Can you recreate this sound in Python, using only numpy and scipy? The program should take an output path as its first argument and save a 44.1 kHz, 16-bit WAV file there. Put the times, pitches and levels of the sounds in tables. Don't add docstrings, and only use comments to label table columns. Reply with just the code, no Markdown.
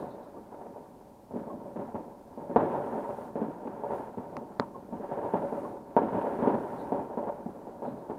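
import sys
import numpy as np
from scipy import signal
from scipy.fft import rfft, irfft, next_fast_len
from scipy.io import wavfile
from scipy.ndimage import uniform_filter1d

SR = 44100
rng = np.random.default_rng(int(sys.argv[2]) if len(sys.argv) > 2 else 0)


def transcribe(signal):
    frames = np.atleast_2d(signal).T
    limited = np.clip(frames, -1, 1)
    pcm = np.round(limited * 32767).astype(np.int16)
    wavfile.write(sys.argv[1], SR, pcm)


def attenuation_scalar(level_db):
    decades = np.asarray(level_db, float) / 20
    return 10 ** decades


N = 360738

# start_s, strength_db, stars_db (crackle of burning stars)
BARRAGE = [(0, -40, 1.5), (.45, -49, 1), (.75, -46.5, 0.3), (1.25, -56, -1), (1.5, -42.5, -2),
           (2.25, -51, -1), (2.73, -33.5, 2.5), (3.2, -44, 3.5), (3.33, -44, 0), (3.95, -39.5, 4),
           (4.14, -42.5, 1), (4.9, -46, -1.5), (5.1, -43, 8), (5.68, -39, 1.5), (5.8, -46, -1.5),
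           (6.2, -37.5, 6), (6.85, -39.5, 1.5), (7.45, -44.5, 0)]
BAND_EDGES = [350, 750, 1300]
BARRAGE_COLOUR = [-5, -3.5, -8, -23]
STAR_SHARE = [-1.1, .05, .55, 1]
ROLL_COLOUR = [-1.5, -1.5, -7.5, -21]
# pitch_hz, level_db
TOWN = [(12, -34), (20, -3.5), (221, 1.5), (282, -2), (561, -8.5), (910, -2), (1230, -21), (2500, -30),
        (3250, -76), (5500, -120)]
# pitch_hz, level_db
PANE = [(15, -65), (25, -29), (97, -7.5), (224, 5), (521, 1), (569, 8.5), (665, -4.5), (927, 2),
        (1260, -16), (1680, -20), (2000, -27), (3300, -39), (5000, -54.5), (6500, -88), (11000, -120)]
# pitch_hz, width_hz, level_db
PANE_RING = [(227, 8.7, -19), (412.3, 42, -2), (577, 1.8, -14), (724, 67, 1.5), (922, 12, 1.5),
             (1080, 10, -27), (1334, 250, -3.5)]
# delay_s, level_db
WALLS = [(.0045, -1), (.0087, -7), (.0125, -16), (.021, -16)]
BLAST_FRONT = [
    [1],
    [5],
    [6],
    [-3],
]
# start_s, peak_db, boom_db, snap_db, tail_db
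BIG = [(1.336, -20.5, -10, -19.5, -13), (1.758, -21, -10, -14, -9.5), (1.944, -17.5, -6.5, -13.5, -14),
       (2.495, -19, -23, -19.5, -9.5), (2.56, -5, -1.5, -9.5, -20), (3.355, -12, -11, -16, -20),
       (3.415, -12, -32, -16, -30), (3.835, -26.5, 1, -0.5, -15), (3.901, -29, -2.5, -6, -3.5),
       (4.924, -24, 7, -7.5, -15.5), (5.113, -26.5, -4.5, -6.5, -5), (5.228, -26.5, -5.5, -7.5, -3.5),
       (5.336, -13.5, -5, -10.5, -13), (5.524, -21, -33, -13.5, -12.5), (5.965, -5, -5, -8.5, -25.5),
       (6.388, -16.5, -4.5, -16, -13.5), (6.422, -20, -9, -13, -2), (6.472, -10, -26, -14, -14.5),
       (6.92, -21.5, -35, -3.5, -13.5), (7.172, -19, -25, -8, -14.5), (7.458, -28.5, 11.5, -6, -20),
       (7.82, -27.5, -20, -5, -9.5), (8.097, -20.5, -20, -9.5, -12)]
# start_s, peak_db, boom_db, snap_db
OPEN = [(.363, -30.5, -21, -13), (.76, -37.5, -1, -0.5), (1.308, -30, 2, -9), (1.357, -18, -11, -17.5),
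        (1.615, -38.5, -11, -4), (2.652, -26, -17, -10), (2.743, -24, -3.5, -6), (2.776, -35, -12, -8),
        (2.804, -32, -3, -14), (2.865, -29, -7, -27), (3.09, -31, 2, -2), (3.392, -20.5, -12, -19),
        (3.631, -34, -13, -5), (4.172, -17.5, -5, -17), (4.327, -34, 1, -5.5), (4.411, -27.5, -15, -39),
        (4.756, -33, -2.5, -5.5), (4.997, -24.5, -31, -17), (5.087, -35, -6, -9), (5.25, -35, -10, -2),
        (5.42, -35, -10, -3), (6.126, -18, -3.5, -13), (6.24, -29.5, -9, -1.5), (6.302, -35.5, -12, -1),
        (6.637, -39, -5, -21), (6.891, -44, -7, -15), (7.099, -34.5, -1, 0.5), (7.563, -43, -8, -5),
        (7.669, -34, -15, -3), (7.744, -34, 3, -11.5)]
# start_s, peak_db, boom_db, snap_db
LOW = [(.005, -25.5, -5, -17), (.18, -39, -18, -2.5), (1.469, -32.5, 1.5, -5.5), (1.657, -40, -22, -1.5),
       (1.794, -20.5, -7, -15), (1.988, -34.5, -19, -7.5), (2.079, -34, -2, -7), (2.374, -29, -28, -9.5),
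       (2.722, -54.5, -8, 3), (2.918, -29, -26, -7.5), (2.957, -28, -24, -6), (3.05, -46, -15, -10),
       (3.121, -41, -17, -10), (3.181, -35, -4, -5), (3.652, -23, -18, -15), (3.772, -30.5, -15, -21),
       (4.004, -46, -3, -1), (5.173, -27.5, -10, -6.5), (5.279, -35, -3, -2), (6.016, -17, -26, -16.5),
       (6.057, -24.5, -6, -11.5), (6.15, -31, -24, 0), (6.327, -26, -15, -14), (6.532, -21, -11, -14),
       (6.727, -32, 0, -11.5), (6.98, -24, -11, -10.5), (7.227, -34, 0, 3.5), (7.322, -31.5, -4, -6),
       (7.873, -21, -4, -17), (7.965, -37.5, -2, -4)]
# start_s, peak_db, boom_db, snap_db, tail_db, tail_t60_s
SALUTES = [(0.0395, -44, -22, 4, -18, 0.086), (0.5194, -50.5, -22, -3, -0.5, 0.52),
           (0.603, -42.5, -18, -4.5, -7, 0.19), (0.6574, -46.5, -13, 2, -5, 0.073),
           (1.8733, -45, -20, -4, -2, 0.18), (5.0301, -45, -10, 4, -13, 0.19),
           (6.4894, -34, -15, 1, -15.5, 0.29), (7.27, -39.5, -30, 7, -7.5, 0.11)]
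# middle_s, level_db, length_s
ROCKETS = [(.01, -74, 0.014), (.055, -80, .012), (0.118, -70, .018), (.155, -77, .01), (.235, -73, .015),
           (.29, -77, .01), (6.81, -70, 0.022), (7.876, -75, 0.03), (8, -80, .02)]
# pitch_hz, level_db
ROCKET_TONE = [(2900, -60), (3500, -7), (3900, -3), (4400, -9), (5200, -60)]
# start_s, peak_db, pitch_hz
PINGS = [(0.3637, -42, 1150), (1.4992, -30, 1080), (4.7455, -30, 1067), (5.648, -32.5, 1082)]
# pitch_hz, level_db
RATTLE = [(4000, -50), (5200, 2), (6000, -49), (9900, -36), (10800, 2.5), (11800, -25), (12500, -63.5)]
# start_s, peak_db, boom_db, snap_db, tail_db, tail_t60_s
CRACKERS = [
    (4.3685, -22.5, 3, -10.5, -9, 0.083),
    (4.5984, -8.5, -2.5, -18.5, -19, 0.22),
]
# pitch_hz, level_db
SNAP_TONES = [
    [(180, -37), (300, -7), (486, -8), (1070, 2), (1450, -11), (2590, -16), (3290, -38), (4260, -26),
     (6270, -31), (7720, -48), (9990, -38), (14000, -59)],
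    [(35, -38), (60, -8), (605, 0), (938, -1), (1920, -13), (2850, -39), (3660, -21), (4510, -20),
     (4950, -25), (5680, -43), (7000, -37), (9230, -54), (10400, -54), (13100, -71), (15000, -69)],
]
# start_s, level_db
GATE = [(0, -77), (.13, -87), (2.5, -84.5), (2.62, -79), (3.26, -76.5), (3.33, -86.5), (3.85, -87),
        (3.94, -74), (4.05, -80), (4.12, -87.5), (4.85, -86.5), (5.25, -80.5), (5.67, -76.5), (5.85, -90),
        (6.2, -77), (6.86, -77.5), (7.11, -85), (8.18, -86)]
# pitch_hz, level_db
WHINE = [(9415, -99), (9491, -86), (9523, -85), (9561, -84), (9636, -92), (9706, -96)]
# pitch_hz, level_db
HISS = [(1290, -34.5), (2200, -6.5), (4680, -5.5), (5040, -6.5), (13500, -7.5), (15100, -7.5),
        (15600, -13.5)]

TOWN_DB, HISS_DB, WHINE_DB = -56.5, -72.5, -78
TOP_HZ = 15700
BUZZ_HZ = 36.3
START_LAG_S = 0.0008
OPEN_TAIL_DB, LOW_TAIL_DB = -12, -11.5
BIG_T60_S, OPEN_T60_S, LOW_T60_S = 0.23, 0.3, 0.39
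CLUMP_DB, CLUMP_S = 3.5, 0.0122
ROLL_DB, ROLL_T60_S, ROLL_RISE_S = -19.5, 0.55, 0.041
GATE_SHARE = 0.39
CHATTER, FLINCH = 0.25, 0.16


def unit(x):
    return x / np.sqrt(np.mean(x ** 2) + 1e-20)


def along(points, hz):
    point_hz, db = np.transpose(points)
    return attenuation_scalar(np.interp(np.log(hz + 1), np.log(point_hz + 1), db))


def curves(rows):
    times, *columns = np.transpose(rows)
    return [np.interp(np.arange(N) / SR, times, column) for column in columns]


def filtered(x, response):
    size = next_fast_len(N + SR // 2)
    hz = np.fft.rfftfreq(size, 1 / SR)
    return irfft(rfft(x, size) * response(hz), size)[..., :N]


def noise(spectrum):
    return unit(filtered(rng.standard_normal(N), lambda hz: along(spectrum, hz)))


def window(size=8192):
    hz = np.fft.rfftfreq(size, 1 / SR)
    ring = 1 + sum(attenuation_scalar(db) * width * hz / np.abs(c * c - hz * hz + 1j * hz * width)
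                   for c, width, db in PANE_RING)
    folded = irfft(np.log(along(PANE, hz) * ring + 1e-6))
    folded[1:size // 2] *= 2
    folded[size // 2 + 1:] = 0
    lag = 1j * hz / 1500
    return irfft(np.exp(rfft(folded)) * (1 - lag) / (1 + lag))


def all_shells():
    big = [(*row, BIG_T60_S) for row in BIG]
    in_open = [(*row, OPEN_TAIL_DB, OPEN_T60_S) for row in OPEN]
    low = [(*row, LOW_TAIL_DB, LOW_T60_S) for row in LOW]
    return big + in_open + low


def pops(rate, spread_db, t60, wash):
    hits = (rng.random(N) < rate / SR) * attenuation_scalar(spread_db * rng.exponential(size=N))
    t = np.arange(SR // 8) / SR
    power = np.abs(signal.fftconvolve(hits ** 2, attenuation_scalar(-120 * t / t60))[:N])
    return unit(rng.standard_normal(N) * np.sqrt(wash + power / power.mean()))


def roll():
    power = np.zeros(N)
    for s, db, *_ in all_shells():
        power[round(s * SR)] += attenuation_scalar(2 * (db + ROLL_DB))

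    def fade(seconds):
        return signal.lfilter([1], [1, -np.exp(-1 / (seconds * SR))], power)

    decay_s = ROLL_T60_S / np.log(10 ** 6)
    quick_s = 1 / (1 / decay_s + 1 / ROLL_RISE_S)
    return np.abs(fade(decay_s) - fade(quick_s))


def barrage(pane):
    far = pops(90, 1.8, 0.14, wash=1.3)
    stars = pops(400, 2.2, 0.06, wash=0.6)
    sources = np.array([far, far + 0.5 * stars, stars + 0.43 * far, stars])
    muffled = signal.fftconvolve(sources, pane[None], axes=1)[:, :N]
    bands = filtered(muffled, lambda hz: np.digitize(hz, BAND_EDGES) == np.arange(4)[:, None])
    strength_db, stars_db = curves(BARRAGE)
    answer = roll()
    out = np.zeros(N)
    for db, share, roll_db, band in zip(BARRAGE_COLOUR, STAR_SHARE, ROLL_COLOUR, bands):
        power = attenuation_scalar(2 * (strength_db + db + share * stars_db)) + attenuation_scalar(2 * roll_db) * answer
        out += np.sqrt(power) * unit(band)
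    return out


def town():
    return attenuation_scalar(TOWN_DB) * noise(TOWN)


def hiss(gain):
    return attenuation_scalar(HISS_DB) * np.sqrt(0.78 + 1.44 * gain ** 2) * noise(HISS)


def whine():
    t = np.arange(N) / SR
    out = np.zeros(N)
    for hz, db in WHINE:
        k = round((hz - WHINE[2][0]) / BUZZ_HZ)
        out += attenuation_scalar(db) * np.sin(2 * np.pi * (9525 + k * BUZZ_HZ) * t + np.pi / 2 * (k % 2))
    return unit(out)


def split(x):
    def low_pass(hz, edge):
        return 1 / (1 + 1j * np.sqrt(2) * hz / edge - (hz / edge) ** 2) ** 2

    def bands(hz):
        lows = [0 * hz] + [low_pass(hz, edge) for edge in BAND_EDGES] + [1 + 0 * hz]
        return np.diff(np.array(lows), axis=0)

    return filtered(x, bands)


def shells(rows, pane, fizz_db, direct):
    bands = np.zeros((4, N + SR))
    t = np.arange(SR // 2) / SR
    for s, db, boom_db, snap_db, tail_db, t60 in rows:
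        tail = attenuation_scalar(tail_db - 7.5 - 60 * t / max(t60, 0.03)) * rng.standard_normal(len(t))
        tail *= 1 - np.exp(-t / 0.005)
        tail *= attenuation_scalar(CLUMP_DB * np.interp(t / CLUMP_S, np.arange(99), rng.standard_normal(99)))
        blast = direct * (t == 0)
        chances = rng.standard_normal((len(WALLS), 2))
        for (delay, wall_db), (stretch, more_db) in zip(WALLS, chances):
            blast[round(delay * (1 + 0.02 * stretch) * SR)] += attenuation_scalar(wall_db + 1.2 * more_db)
        bright_db = snap_db + fizz_db + 0.34 * (db + 12.5)
        gains = attenuation_scalar(db - 7.5 + np.array([boom_db + 9.5, 0.1, snap_db + 11.0, bright_db]))
        start = round((s + START_LAG_S) * SR)
        bands[:, start:][:, :len(t)] += gains[:, None] * (tail + blast * attenuation_scalar(BLAST_FRONT))
    return signal.fftconvolve(split(bands[:, :N]).sum(0), pane / np.abs(pane).max())[:N]


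def rockets():
    t = np.arange(N) / SR
    swells = sum(attenuation_scalar(db) * np.exp(-((t - s) / length) ** 2 / 2) for s, db, length in ROCKETS)
    return swells * noise(ROCKET_TONE)


def salutes(pane):
    return shells(SALUTES, pane, fizz_db=24, direct=1.0)


def pings():
    out = np.zeros(N + SR)
    t = np.arange(SR // 5) / SR
    for s, db, hz in PINGS:
        swell = attenuation_scalar(db - 2 - 60 * t / 0.088) * (1 - np.exp(-t / 0.0059))
        out[round(s * SR):][:len(t)] += swell * np.sin(2 * np.pi * hz * t)
    return out[:N]


def rattle():
    shake = np.zeros(N + SR)
    t = np.arange(SR // 20) / SR
    for s, db, *_ in BIG:
        tick = attenuation_scalar(3.9 * db - 28.5 - 60 * t / 0.013) * (1 - np.exp(-t / 0.002))
        shake[round((s + START_LAG_S) * SR):][:len(t)] += tick
    return shake[:N] * noise(RATTLE)


def crackers(pane):
    out = -attenuation_scalar(-1.5) * shells(CRACKERS, pane, fizz_db=16, direct=0.0)
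    t = np.arange(N) / SR
    for (s, db, *_), tone in zip(CRACKERS, SNAP_TONES):
        bang = 1.0 * (np.arange(N) == round(s * SR))
        flutter = (t > s + 0.001) * attenuation_scalar(-24 - 60 * np.abs(t - s) / 0.012) * rng.standard_normal(N)
        colour = lambda hz: along(tone, hz) * np.exp(-1.1j)
        out += attenuation_scalar(db) * filtered(bang + flutter, colour) / np.abs(filtered(bang, colour)).max()
    return out


def scene():
    pane = window()
    bangs = shells(all_shells(), pane, fizz_db=13, direct=1.0) + salutes(pane) + crackers(pane)
    glass = pings() + rattle()
    return (bangs + barrage(pane) + glass + rockets() + town())[None]


def band_limit(x):
    return signal.sosfilt(signal.butter(12, 15760, fs=SR, output="sos"), x)


def record(dry):
    gate_db = curves(GATE)[0]
    power = np.abs(uniform_filter1d(dry[0] ** 2, size=2600, origin=1200))
    loud_db = 10 * np.log10(power + 1e-9)
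    twitch_db = np.clip(loud_db - uniform_filter1d(loud_db, size=20000, mode='nearest'), -8, 8)
    flinch_db = -FLINCH * np.maximum(twitch_db, 0)
    gain = attenuation_scalar(gate_db + 76.5 + np.where(gate_db < -82, CHATTER * twitch_db, flinch_db))
    ducked = dry * attenuation_scalar(GATE_SHARE * (gate_db + 82.5))
    heard = filtered(ducked, lambda hz: hz < TOP_HZ)
    mix = heard + hiss(gain) + attenuation_scalar(WHINE_DB) * gain * whine()
    return band_limit(mix)


dry = scene()
out = record(dry)
transcribe(out)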